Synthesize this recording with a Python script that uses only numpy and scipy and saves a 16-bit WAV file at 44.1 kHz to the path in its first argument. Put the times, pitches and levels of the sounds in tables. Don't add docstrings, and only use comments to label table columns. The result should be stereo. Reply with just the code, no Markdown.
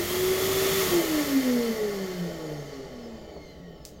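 import sys
import numpy as np
from scipy import signal
from scipy.fft import rfft, irfft, next_fast_len
from scipy.io import wavfile
from scipy.ndimage import map_coordinates

SR = 44100
rng = np.random.default_rng(int(sys.argv[2]) if len(sys.argv) > 2 else 0)


def wav_record(signal):
    frames = np.transpose(np.atleast_2d(signal))
    bounded = np.clip(frames, -1, 1)
    quanta = np.round(bounded * 32767).astype(np.int16)
    wavfile.write(sys.argv[1], SR, quanta)


N = 176400

# time_s, speed_turns_per_s
SHAFT_SPEED = [(0, 345), (.15, 365), (.3, 374), (.5, 382), (.79, 388), (1, 336), (1.25, 287), (1.5, 249),
               (2, 193), (2.5, 152), (3, 120), (3.5, 93.5), (4, 70.7)]

# time_s, level_db
HUM_LEVEL = [(0.0, -30), (0.01, -30.5), (0.07, -40.5), (0.13, -29), (0.32, -22), (0.4, -35.5), (0.43, -28),
             (0.65, -26.5), (0.87, -29), (0.89, -40), (0.93, -22), (1.0, -23), (1.03, -37), (1.1, -29),
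             (1.21, -25.5), (1.26, -37), (1.37, -19), (1.42, -28.5), (1.47, -23.5), (1.6, -24), (1.65, -33),
             (1.71, -25), (1.81, -65), (1.83, -36.5), (1.92, -44), (2.04, -31.5), (2.13, -45), (2.18, -35),
             (2.22, -30.5), (2.27, -37), (2.29, -47), (2.61, -37), (2.77, -59.5), (4.0, -77)]
OCTAVE_LEVEL = [(0.0, -57), (0.47, -55), (0.65, -56), (1.05, -44), (1.35, -44), (1.39, -49), (1.48, -32.5),
                (1.64, -30.5), (1.78, -38.5), (1.82, -26), (1.88, -30), (1.91, -38), (1.99, -36.5),
                (2.11, -33.5), (2.21, -45), (2.55, -42.5), (2.7, -56), (2.78, -40), (2.86, -57),
                (2.95, -42.5), (3.15, -41.5), (3.35, -74), (3.63, -48), (4.0, -70)]
HUM_TRIM_DB = 0.5
# order (multiple of the shaft rate), level_db
OVERTONES = [(3, -45), (4, -51.5), (5, -64)]
# pitch_hz, gain_db
OVERTONE_COLOUR = [(200, -13), (330, -9), (420, -5), (500, -5), (600, -6.5), (720, -12.5), (850, -6),
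                   (1000, -18), (1130, -4), (1300, -5), (1600, -9)]
OVERTONE_KNEE, OVERTONE_FADE_DB = 160, -4.5

MAINS_HZ, MAINS_DB, CUT_S = 100.6, -46, 0.74

BLADE_DB, BLADE_LAW_DB, BLADE_JITTER = -43, 40, .02
# pitch_hz, gain_db
BLADE_COLOUR = [(700, -6), (1500, -10), (1950, 3), (2250, -2), (2700, -14), (2950, -3), (3150, 5),
                (3300, 0), (3460, 1), (4000, -2)]

# order (multiple of the shaft rate), level_db at 100 turns per second, slope_db per tenfold speed
WHINES = [(22, -63, -10), (44, -67, 30), (66, -68, 0), (88, -73, -15), (110, -79, 0), (132, -79, 0),
          (154, -81, 0), (176, -83, 0)]
# pitch_hz, gain_db
WHINE_COLOUR = [(1500, -18), (1750, -12), (1880, -2), (1980, -5), (2100, 2), (2300, -11), (2550, -8),
                (2800, -12), (3080, -3), (3350, -15), (3900, -12), (4250, 2), (4600, -2), (4950, -9),
                (5350, 0), (5850, -5), (6350, 1), (6650, -3), (6950, 0), (7600, -7), (8500, -12),
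                (12000, -8), (15000, 0)]
WHINE_JITTER = .011
WHINE_DIRECT_DB, WHINE_ROOM_DB = -5, -0.5

# pitch_hz, nominal width_hz, level_db at 100 turns per second
FRAME = [(1117, 41, -67), (3044, 150, -64.5), (4320, 180, -74), (4700, 110, -72)]
RUB_LAW_DB = 20

# time_s, roar_db, rush_db, hiss_db
AIR_LEVEL = [(0.0, -39, -35.5, -41), (0.04, -41.5, -34.5, -38.5), (0.8, -37, -29, -34),
             (1.32, -40, -35, -41.5), (1.42, -41, -35.5, -43), (1.48, -40, -36, -44),
             (2.59, -43, -48.5, -62), (2.65, -47, -49, -64), (2.74, -47.5, -48.5, -66),
             (2.85, -47, -51.5, -69.5), (3.39, -49.5, -58.5, -76), (3.42, -54, -57, -73.5),
             (3.77, -51.5, -65.5, -80), (3.78, -54, -64, -79)]
ROAR_TRIM_DB, RUSH_TRIM_DB, HISS_TRIM_DB = 4, 1.5, 3
# pitch_hz, density_db (per Hz)
ROAR_COLOUR = [(60, -13), (120, -16.5), (160, -3), (260, -8), (430, -3.5), (520, -3.5), (620, -3),
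               (730, -6.5), (860, -9), (960, -21), (1300, -17.5), (3000, -85)]
FAST_RUSH_COLOUR = [(300, -41), (700, -4), (950, 0), (1250, 5), (1550, -3.5), (1950, 2.5), (2600, 0),
                    (3400, 1), (4000, -1.5), (5200, -3), (7000, -1.5), (8000, -13.5), (10000, -8.5),
                    (16000, -33)]
SLOW_RUSH_COLOUR = [(300, -23), (700, -16), (950, 1), (1250, -1), (1550, -2.5), (1950, -1), (2600, -3),
                    (3100, -1), (4000, -3), (5200, -3), (6000, -3.5), (7000, -3), (8000, -12),
                    (10000, -24.5), (16000, -37)]
HISS_COLOUR = [(3000, -32), (7000, 1), (8800, -3), (10500, -0.5), (12500, 3), (14500, 2), (16000, -6)]
# pitch_hz, density_db (per Hz)
BUFFET_COLOUR = [(30, -14), (70, -1), (100, -1.5), (125, -5.5), (160, 3.5), (220, -1), (400, -1),
                 (1000, -58)]
BUFFET_DB, BUFFET_LAW_DB = -37, 61
# pitch_hz, width_hz, lift_db
HOUSING = [(422, 110, 8), (609, 91, 6), (855, 34, 6), (1115, 27, 12.5), (1323, 29, 10), (1443, 59, 8.5),
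           (1813, 250, 10.5), (2092, 166, 11), (3092, 48, 11.5), (3550, 92, 6.5), (4320, 130, 9),
           (4685, 250, 7), (5434, 190, 8), (6290, 150, 4.5), (6900, 300, 2)]
FAST_LIFT, SLOW_LIFT = 0.36, 1.09

# pitch_hz, density_db (per Hz)
RUMBLE_COLOUR = [(20, 3), (45, 1), (70, 8.5), (100, -11), (150, 4), (400, -19), (700, -18), (1200, -33),
                 (4000, -22), (9000, -88), (16000, -33)]
RUMBLE_DB = -50

KNOCK_S, KNOCK_HZ, KNOCK_T60, KNOCK_DB = 3.366, 620, .02, -31

CLICK_S, CLICK_DB, CLICK_T60, CLICK_ROOM_DB = 3.8518, -29, 0.0074, -42.5
# pitch_hz, density_db (per Hz)
CLICK_COLOUR = [(500, -15), (2000, -10), (3000, -8), (4500, -1.5), (7000, 4), (8500, -5.5), (12000, -8),
                (15500, -6)]

# pitch_hz, t60_s
TILE_DECAY = [(200, 0.71), (2000, 0.28), (6000, 0.12), (15000, 0.067)]
# pitch_hz, likeness (1 is identical)
ALIKE = [(60, .8), (170, .93), (300, .8), (480, .7), (740, 0), (2000, .03), (15000, .02)]
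# pitch_hz, left_minus_right_db before a 0.5 share goes to each side
BALANCE = [(60, -1), (92, 2), (140, -1.5), (210, -0.5), (330, -3), (500, -3.5), (770, -4.5), (1170, 0),
           (1790, -2.5), (2740, -1), (4190, -6.5), (6410, -4), (9810, 0), (15000, -9)]
TOP_HZ = 15950


def amp(db):
    return 10 ** (np.asarray(db) / 20)


def unit(x):
    return x / np.sqrt(np.mean(x ** 2) + 1e-20)


def along(points, hz):
    f, v = np.transpose(points)
    return np.interp(np.log(hz + 1), np.log(f + 1), v)


def curves(rows):
    s, *cols = np.transpose(rows)
    return [np.interp(np.arange(N) / SR, s, c) for c in cols]


def wobble(rate):
    return map_coordinates(rng.standard_normal(2048), [np.arange(N) * rate / SR], mode="wrap")


def filtered(x, response):
    m = next_fast_len(N + SR // 2)
    spectrum = rfft(x, m) * response(np.fft.rfftfreq(m, 1 / SR))
    return irfft(spectrum, m)[..., :N]


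def spread(pair):
    def mid_side_gains(hz):
        turn = np.arccos(np.clip(along(ALIKE, hz), -1, 1)) / 2
        return np.array([np.cos(turn), np.sin(turn)])

    mid, side = filtered(pair, mid_side_gains)
    return np.array([mid + side, mid - side])


def housing_db(hz):
    return sum(db / (1 + (2 * (hz - centre) / width) ** 2) for centre, width, db in HOUSING)


def noise(colour, lift=0):
    pair = spread(rng.standard_normal((2, N)))
    return unit(filtered(pair, lambda hz: amp(along(colour, hz) + lift * housing_db(hz))))


def room(x):
    hz, t, z = signal.stft(rng.standard_normal((2, SR // 2)), SR, nperseg=256)
    decay = amp(-60 * t / along(TILE_DECAY, hz)[:, None])
    tail = signal.istft(z * decay, SR, nperseg=256)[1]
    tail = tail / np.linalg.norm(tail[0])
    return spread(signal.fftconvolve(x[None], tail, axes=1)[:, :N])


def tone(angle, order):
    return np.sqrt(2) * np.sin(round(order) * angle + 2 * np.pi * rng.random())


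def hum(speed, room_db=-21, overtone_room_db=-5, overtone_direct_db=-3):
    angle = 2 * np.pi * np.cumsum(speed) / SR
    fundamental = amp(curves(HUM_LEVEL)[0]) * tone(angle, order=1)
    octave = amp(curves(OCTAVE_LEVEL)[0]) * tone(angle, order=2)
    low = fundamental + octave
    upper = sum(amp(db + 2.25 * wobble(9)) * tone(angle, k) for k, db in OVERTONES)
    halvings = np.log2(np.maximum(OVERTONE_KNEE / speed, 1))
    upper = upper * amp(OVERTONE_FADE_DB * halvings)
    upper = filtered(upper, lambda hz: amp(along(OVERTONE_COLOUR, hz)))
    direct = amp(HUM_TRIM_DB) * low + amp(overtone_direct_db) * upper
    return direct + room(amp(room_db) * low + amp(overtone_room_db) * upper)


def mains(release_t60=0.62):
    t = np.arange(N) / SR
    level_db = MAINS_DB - 60 * np.maximum(t - CUT_S, 0) / release_t60
    return amp(level_db) * tone(2 * np.pi * MAINS_HZ * t, order=1)


def blades(speed):
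    angle = 2 * np.pi * np.cumsum(speed * (1 + BLADE_JITTER * wobble(300))) / SR
    level_db = BLADE_DB + BLADE_LAW_DB * np.log10(speed / speed.max())
    line = amp(level_db) * tone(angle, order=9)
    return room(filtered(line, lambda hz: amp(along(BLADE_COLOUR, hz))))


def whine(speed):
    angle = 2 * np.pi * np.cumsum(speed * (1 + WHINE_JITTER * wobble(200))) / SR
    decades = np.log10(speed) - 2
    lines = sum(amp(db + law * decades + 3.5 * wobble(20)) * tone(angle, k) for k, db, law in WHINES)
    sung = filtered(lines, lambda hz: amp(along(WHINE_COLOUR, hz)))
    return amp(WHINE_DIRECT_DB) * sung + amp(WHINE_ROOM_DB) * room(sung)


def rub(speed, swell_db=2.5):
    def ring(centre, width):
        pair = rng.standard_normal((2, N))
        return unit(filtered(pair, lambda hz: 1 / (1 + (1.5 * (hz - centre) / width) ** 2)))

    rings = sum(amp(db + swell_db * wobble(10)) * ring(centre, width) for centre, width, db in FRAME)
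    return amp(RUB_LAW_DB * (np.log10(speed) - 2)) * spread(rings)


def air(speed, flutter_db=0.39):
    roar_db, rush_db, hiss_db = curves(AIR_LEVEL)
    flow = speed / speed.max()
    flutter = flutter_db * wobble(14)
    roar = amp(roar_db + ROAR_TRIM_DB + 0.98 * wobble(12)) * noise(ROAR_COLOUR, lift=1.0)
    fast = flow * noise(FAST_RUSH_COLOUR, FAST_LIFT)
    slow = np.sqrt(1 - flow ** 2) * noise(SLOW_RUSH_COLOUR, SLOW_LIFT)
    rush = amp(rush_db + RUSH_TRIM_DB + flutter) * (fast + slow)
    hiss = amp(hiss_db + HISS_TRIM_DB + flutter) * noise(HISS_COLOUR)
    buffet = amp(BUFFET_DB + BUFFET_LAW_DB * np.log10(flow)) * noise(BUFFET_COLOUR)
    return roar + rush + hiss + buffet


def rumble():
    return amp(RUMBLE_DB) * noise(RUMBLE_COLOUR)


def knock():
    t = np.maximum(np.arange(N) / SR - KNOCK_S, 0)
    ring = amp(KNOCK_DB - 60 * t / KNOCK_T60) * np.sin(2 * np.pi * KNOCK_HZ * t)
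    return ring + amp(-4.5) * room(ring)


def click(tail_t60=0.25):
    t = np.arange(N) / SR - CLICK_S

    def burst(db, t60):
        return (t >= 0) * amp(db - 60 * np.abs(t) / t60) * noise(CLICK_COLOUR)

    return burst(CLICK_DB, CLICK_T60) + burst(CLICK_ROOM_DB, tail_t60)


def scene():
    speed, = curves(SHAFT_SPEED)
    motor = hum(speed) + mains() + blades(speed) + whine(speed) + rub(speed)
    return motor + air(speed) + rumble() + knock() + click()


def record(dry):
    def microphones(hz):
        balance_db = np.outer([.5, -.5], along(BALANCE, hz))
        return amp(balance_db) * (hz < TOP_HZ)

    return filtered(dry, microphones)


dry = scene()
out = record(dry)
wav_record(out)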